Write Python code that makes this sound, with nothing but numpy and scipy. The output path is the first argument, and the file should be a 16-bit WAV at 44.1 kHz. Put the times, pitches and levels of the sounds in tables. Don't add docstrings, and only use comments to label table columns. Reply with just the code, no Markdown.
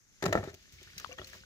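import sys
import numpy as np
from scipy import signal
from scipy.fft import rfft, irfft
from scipy.io import wavfile

SR = 44100
rng = np.random.default_rng(int(sys.argv[2]) if len(sys.argv) > 2 else 0)


def dump_mix(stems):
    frames = np.atleast_2d(stems).T
    limited = np.clip(frames, -1, 1)
    pcm = np.round(limited * 32767).astype(np.int16)
    wavfile.write(sys.argv[1], SR, pcm)


def boost(x):
    u = np.asarray(x, float) / 20
    return 10 ** u


N = 63945

# frequency_hz, density_db (per Hz)
YARD_SPECTRUM = [(15, -35), (25, 18), (911, -20), (1020, -33.5), (2000, -19), (3160, -31), (6380, -4),
                 (8140, -22), (16000, -27)]
# frequency_hz, shared_part (0 to 1)
LIKENESS = [(60, 0.16), (400, 0.1), (1500, 0.66), (5000, 0.06), (12000, 0.35)]
# time_s, level_db
STIRRING = [(0, -82.5), (.2, -67.5), (.71, -63.5), (.74, -59.5), (.95, -57), (1.02, -56), (1.13, -55),
            (1.16, -63.5), (1.19, -58), (1.36, -56.5), (1.45, -61)]
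# frequency_hz, density_db (per Hz)
SWISH_SPECTRUM = [(120, -42), (200, -1), (249, -16), (380, -7.5), (735, -27.5), (1770, -8), (5230, -10),
                  (9400, -27.5), (16000, -24)]
# start_s, level_db (peak), rise_s, t60_s
CRACKS = [(0.2227, -35.5, 0.0049, 0.033), (.238, -36, .003, 0.016), (0.2543, -32.5, 0.0027, 0.047),
          (.262, -27.5, 0.001, 0.011), (0.28, -40.5, 0.0015, 0.039), (.292, -46.5, 0.0021, 0.014),
          (0.3256, -25, 0.0024, 0.024), (0.329, -35, 0.003, 0.022), (.351, -40, 0.0028, 0.0352),
          (0.359, -47, 0.0058, 0.054), (.374, -43.5, 0.0037, 0.078), (0.4382, -41.5, .002, 0.031)]
# time_s, level_db
RUNOFF = [
    (.222, -77.5),
    (.228, -56),
    (.27, -49),
    (.32, -57),
    (.34, -46),
    (.39, -51),
    (.42, -55),
    (0.499, -51),
    (0.559, -88),
]
# frequency_hz, density_db (per Hz)
CRACK_SPECTRUM = [(1180, -1), (1900, 0.5), (3230, -9.5), (3910, -6), (5120, -12), (6880, -8.5), (8550, -23),
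                  (13800, -22), (16000, -22.5)]
# start_s, level_db (peak), thump_hz, thump_db (over body), pitch_hz
KNOCKS = [(0.2245, -29, 160, 0, 700), (0.2275, -21.5, 147, -12.5, 1564), (0.234, -25, 99, -23, 765),
          (0.239, -23, 93, -10.5, 418), (0.2525, -27.5, 101, -20, 750), (0.258, -18.5, 171, -7, 1370),
          (0.263, -22.5, 173, -3.5, 650), (0.268, -32.5, 148, -11, 600), (0.279, -24, 90.3, -5.5, 434),
          (0.286, -44, 94, -8, 490), (0.292, -32.5, 97, 3.5, 292), (0.307, -30, 91.5, 0, 420),
          (0.3261, -18, 200, -23, 615), (0.33, -15.5, 204, -21, 1760), (0.341, -26, 94.5, -12, 600),
          (0.3522, -13.5, 93, -31, 526), (0.353, -15.5, 98.5, -24, 1335), (0.374, -21.5, 181, -8, 1396),
          (0.387, -28.5, 98, -1, 700), (0.397, -49, 91, 12, 410), (0.411, -40, 95, -0.5, 600),
          (0.43, -33.5, 140, -2, 1270), (0.437, -32, 121, -7.5, 820), (0.448, -36.5, 97, -12, 560),
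          (0.474, -31.5, 92.6, -6.5, 402), (0.484, -38.5, 95, -8.5, 1430), (0.498, -48.5, 95, 3, 506),
          (0.518, -52, 93.5, 0, 389), (0.535, -45.5, 89, -1.5, 410)]
# start_s, level_db (peak), crack_db (over body)
WET_KNOCKS = [(0.677, -61, -8), (0.816, -49, -45), (0.962, -52.5, -21), (0.999, -44.5, -6),
              (1.012, -43.5, -26), (1.181, -38, -13.5), (1.185, -40.5, -14.5), (1.187, -31.5, -28),
              (1.194, -41.5, -29), (1.216, -35, -28), (1.33, -52.5, -5.5), (1.342, -45.5, -7),
              (1.353, -50, -6)]
WET_PITCHES = (282, 372, 178, 1340, 1270, 1660, 700, 1510, 420, 1190, 600, 1730, 650)
# frequency_hz, level_db, t60_s
BASIN_MODES = [(215, -13, 0.054), (282, -18, 0.051), (393.7, -1.5, 0.093), (449, -6, 0.058),
               (516, -5, 0.069), (575, -1.5, 0.031), (627, 5.5, 0.042), (758, -6, 0.052),
               (824, -12.5, 0.061), (1040, -20.5, 0.053), (1343, 6.5, 0.017), (1620, -9, 0.04),
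               (1769, 6, 0.034), (2480, -5, 0.021)]
# start_s, level_db (peak), t60_s
SPLASHES = [(.531, -49, 0.014), (0.5416, -36, .014), (0.5473, -39, .015), (0.6269, -48.5, 0.03),
            (0.722, -51, 0.25), (0.8292, -44, 0.038), (0.979, -33.5, 0.047), (0.9983, -34, 0.015),
            (1.128, -47, 0.0079), (1.2446, -46, 0.046), (1.271, -43, 0.086), (1.298, -47, .03),
            (1.351, -50.5, 0.14), (1.3295, -47, 0.048)]
# frequency_hz, density_db (per Hz)
SPRAY_SPECTRUM = [(1470, -17.5), (2500, -7), (3830, -13.5), (6110, -8), (9360, -22), (13200, -22.5),
                  (16000, -7.5)]
# start_s, level_db
HEAVES = [(0.734, -56.5), (0.799, -61), (0.866, -59.5), (0.938, -61.5), (0.966, -56), (1.07, -55.5),
          (1.118, -65), (1.195, -52.5), (1.236, -57.5), (1.299, -57.5), (1.357, -61), (1.408, -56)]
WATER_MODES = (64.6, 88.2, 127, 169)
WATER_MODE_LEVELS = (-3, -1.5, -7, -16)
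# start_s, level_db (peak), pitch_hz, t60_s
DRIPS = [(1.060, -46, 1000, .018), (1.120, -45, 2750, .03), (1.127, -50, 2300, .03),
         (1.128, -46, 6000, .01), (1.184, -47, 3250, .025), (1.192, -45, 1850, .025),
         (1.196, -49, 2850, .035), (1.215, -50, 3300, .035), (1.244, -49, 4200, .03),
         (1.333, -43, 1710, .011), (.786, -56, 2200, .05), (.982, -48, 3900, .035), (1.110, -56, 1130, .04),
         (1.135, -57, 1130, .025), (1.112, -53, 684, .08)]
# start_s, level_db, pitch_hz, t60_s, left_over_right_db
POP = (1.0462, -27, 1230, .010, 15)
# start_s, level_db
POT_TAPS = [
    (1.093, -45.5),
    (1.110, -87),
    (1.121, -52.5),
]
# frequency_hz, level_db, t60_s
POT_MODES = [
    (506, 0, .2),
    (300, -8, .06),
    (526, -12, 1.5),
]


def rms_one(x):
    return x / np.sqrt(np.mean(x ** 2) + 1e-20)


def in_time(rows, **ends):
    return np.interp(np.arange(N) / SR, *np.transpose(rows), **ends)


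def at_hz(points, hz):
    table = np.array(points)
    return np.interp(np.log(hz), np.log(table[:, 0]), table[:, 1])


def leftward(db):
    return boost(np.array([[db / 2], [-db / 2]]))


def drift(rate_hz):
    pole = np.exp(-80 * np.pi * rate_hz / SR)
    chance = rng.standard_normal(N // 40 + 2002)
    slow = signal.lfilter([1], [1, -2 * pole, pole * pole], chance)[2000:]
    return np.interp(np.arange(N) / 40, np.arange(len(slow)), rms_one(slow))


def ring(clicks, hz, t60_s):
    radius = boost(-60 / (t60_s * SR))
    angle = 2 * np.pi * hz / SR
    return signal.lfilter([0, np.sin(angle)], [1, -2 * radius * np.cos(angle), radius ** 2], clicks + 1e-18)


def fade(start_s, db, t60_s, rise_s=0.00067):
    t = np.maximum(np.arange(N) / SR - start_s, 0)
    decay = boost(db - 60 * np.maximum(t - rise_s, 0) / max(t60_s, .003))
    return decay * np.minimum(t / max(rise_s, .0005), 1)


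def noise(spectrum, patchy_db):
    out, together = 0, drift(6)
    edges = 24 * 2 ** np.arange(0, 9.6, .5)
    bins = np.maximum(np.arange(N // 2 + 1) * SR / N, 1)
    slope = np.clip(np.log2(bins / spectrum[0][0]), -4, 0) * 18
    colour = boost(at_hz(spectrum, bins) + slope)
    coloured = irfft(rfft(rng.standard_normal((2, 2, N))) * colour, N)
    for k, (low, high) in enumerate(zip(edges, edges[1:])):
        band = signal.butter(2, [low, high], "band", fs=SR, output="sos")
        mid, side = signal.sosfilt(band, coloured[k % 2])
        alike = np.clip(at_hz(LIKENESS, np.sqrt(low * high)), 0, 1)
        gain = boost(patchy_db * (together + drift(28)))
        out = out + gain * (np.sqrt(1 + alike) * mid + np.sqrt(1 - alike) * side * [[1], [-1]])
    return rms_one(out)


def yard():
    return boost(-62.5) * noise(YARD_SPECTRUM, patchy_db=1.5)


def swish():
    bubbles_per_s, fizz_db = 250, -5.5
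    sizes = boost(4.0 * np.minimum(rng.exponential(1, N), 4)) * rng.choice([-1, 1], N)
    sizes = sizes * (rng.random(N) < bubbles_per_s / SR)
    dealt = rng.integers(0, 20, N)
    pitches_hz = np.geomspace(1500, 7000, 20)
    fizz = rms_one(sum(ring(sizes * (dealt == k), hz, 42.0 / hz) for k, hz in enumerate(pitches_hz)))
    return boost(in_time(STIRRING)) * (noise(SWISH_SPECTRUM, patchy_db=-1.0) + boost(fizz_db) * fizz)


def cracks():
    power = sum(fade(s, db, t60_s, rise_s) ** 2 for s, db, rise_s, t60_s in CRACKS)
    power = power + boost(in_time(RUNOFF, right=-120)) ** 2
    under = sum(fade(s, db + crack_db + 2.0, 0.08) ** 2 for s, db, crack_db in WET_KNOCKS)
    return np.sqrt(power * leftward(4) ** 2 + under) * noise(CRACK_SPECTRUM, patchy_db=1.5)


def struck_body(pitch_hz, share, span):
    contact_cut_hz, touches_s = 2850, .002
    pitch_lift_db, pitch_width_oct = 11.5, 0.68
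    root_db, root_cycles = 16.5, 28
    half_cycle = SR / pitch_hz / 2
    touch = np.zeros(span)
    third = int(half_cycle + 2 + rng.random() * touches_s * SR)
    touch[[0, int(half_cycle), third]] = .45, -1, .3
    touch = signal.sosfilt(signal.butter(2, contact_cut_hz, fs=SR, output="sos"), touch)
    hit = boost(root_db) * ring(touch, pitch_hz, share * root_cycles / pitch_hz)
    for hz, level_db, t60_s in BASIN_MODES:
        lift_db = pitch_lift_db * np.exp(-(np.log2(hz / pitch_hz) / pitch_width_oct) ** 2)
        scatter_db = 2 * (7.6 * rng.random() - 2)
        wander = 1 + .04 * (rng.random() - .5)
        hit = hit + boost(level_db + lift_db + scatter_db) * ring(touch, hz * wander, share * t60_s)
    return hit / np.abs(hit).max()


def thump(hz, span):
    push = np.zeros(span)
    push[:120] = np.diff(np.hanning(121)) * rng.choice([-1, 1])
    low = ring(push, hz, 0.08 * 95 / hz)
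    return low / np.abs(low).max()


def rolling():
    grit = rng.standard_normal(N) * (rng.random(N) < 900 / SR)
    out = 0
    for hz, level_db, t60_s in BASIN_MODES:
        tilt_db = -8.3 * np.log2(hz / 400)
        out = out + boost(level_db + tilt_db) * ring(grit * rng.random(N), hz, .5 * t60_s)
    return rms_one(out)


def knocks():
    thump_db, rumble_db, rumble_t60_s = -2.5, -18, 0.22
    span = 9000
    body, roll = np.zeros(N + span), 0
    rows = [(*row, 1) for row in KNOCKS]
    rows += [(s, db, 95, -24, hz, 0.75) for (s, db, _), hz in zip(WET_KNOCKS, WET_PITCHES)]
    for s, db, low_hz, low_db, pitch_hz, share in rows:
        hit = struck_body(pitch_hz, share, span) + boost(low_db + thump_db) * thump(low_hz, span)
        i = int(s * SR)
        body[i:i + span] += boost(db) * hit
        roll = roll + fade(s, db + rumble_db, share * rumble_t60_s) ** 2
    return body[:N] + np.sqrt(roll) * rolling()


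def echoes(x):
    echo_db, echo_t60_s = -18, .12
    t = np.arange(6000) / SR
    tail = rng.standard_normal((2, 6000)) * (rng.random((2, 6000)) < .03)
    tail = tail * boost(-60 * t / echo_t60_s) * (t > .002)
    tail = signal.sosfilt(signal.butter(1, [250, 3000], "band", fs=SR, output="sos"), tail)
    tail = tail / np.sqrt((tail ** 2).sum(1, keepdims=True))
    return boost(echo_db) * signal.fftconvolve(x[None], tail, axes=1)[:, :N]


def splashes():
    flare = sum(fade(s, db - 4.5, t60_s) for s, db, t60_s in SPLASHES)
    return flare * noise(SPRAY_SPECTRUM, patchy_db=1.5)


def slosh():
    out, uneven_db = 0, rng.normal(0, 2.95, (len(HEAVES), 4))
    for k, (hz, level_db) in enumerate(zip(WATER_MODES, WATER_MODE_LEVELS)):
        pushes = np.zeros(N)
        for (s, db), chance_db in zip(HEAVES, uneven_db):
            i = int(s * SR)
            pushes[i:i + 200] = boost(db + level_db + chance_db[k]) * np.diff(np.hanning(201))
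        out = out + ring(pushes, hz, 0.27) * 90 / hz
    return boost(2.0) * out


def drips():
    out = 0
    for s, db, hz, t60_s in DRIPS:
        t = np.maximum(np.arange(N) / SR - s, 0)
        bent = t + .05 * t * np.minimum(t / t60_s, 1)
        out = out + fade(s, db + 4.5, t60_s) * np.sin(2 * np.pi * hz * bent)
    return out * boost(np.array([[4], [-8]]))


def pop():
    s, db, hz, t60_s, left_db = POP
    click = np.zeros(N)
    i = int(s * SR)
    click[i], click[i + 6] = -boost(db), boost(db)
    tone = ring(click, hz, t60_s) + boost(-10) * ring(click, 2900, .003)
    return signal.lfilter([.4], [1, -.6], tone) * leftward(left_db)


def pot():
    taps = np.zeros(N)
    for s, db in POT_TAPS:
        i = int(s * SR)
        taps[i:i + 20] = boost(db) * np.hanning(20) / 10
    return sum(boost(db) * ring(taps, hz, t60_s) for hz, db, t60_s in POT_MODES)


def scene():
    hard = knocks() + pot()
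    water = swish() + splashes() + slosh() + drips()
    return yard() + water + cracks() + hard * leftward(1) + echoes(hard) + pop()


def top_cut(x):
    return signal.sosfilt(signal.butter(12, 16510, fs=SR, output="sos"), x)


def record(dry):
    lag_samples, lift_db, lift_hz = 7, 2.5, 1830
    right = np.interp(np.arange(N) - lag_samples, np.arange(N), dry[1])
    both = np.array([dry[0], right])
    bright = signal.sosfilt(signal.butter(1, lift_hz, "high", fs=SR, output="sos"), both)
    both = both + (leftward(lift_db) - 1) * bright
    both = signal.sosfilt(signal.butter(2, 55, "high", fs=SR, output="sos"), both)
    mix = signal.sosfilt(signal.cheby2(12, 35, 15900, fs=SR, output="sos"), both)
    return top_cut(mix)


dry = scene()
out = record(dry)
dump_mix(out)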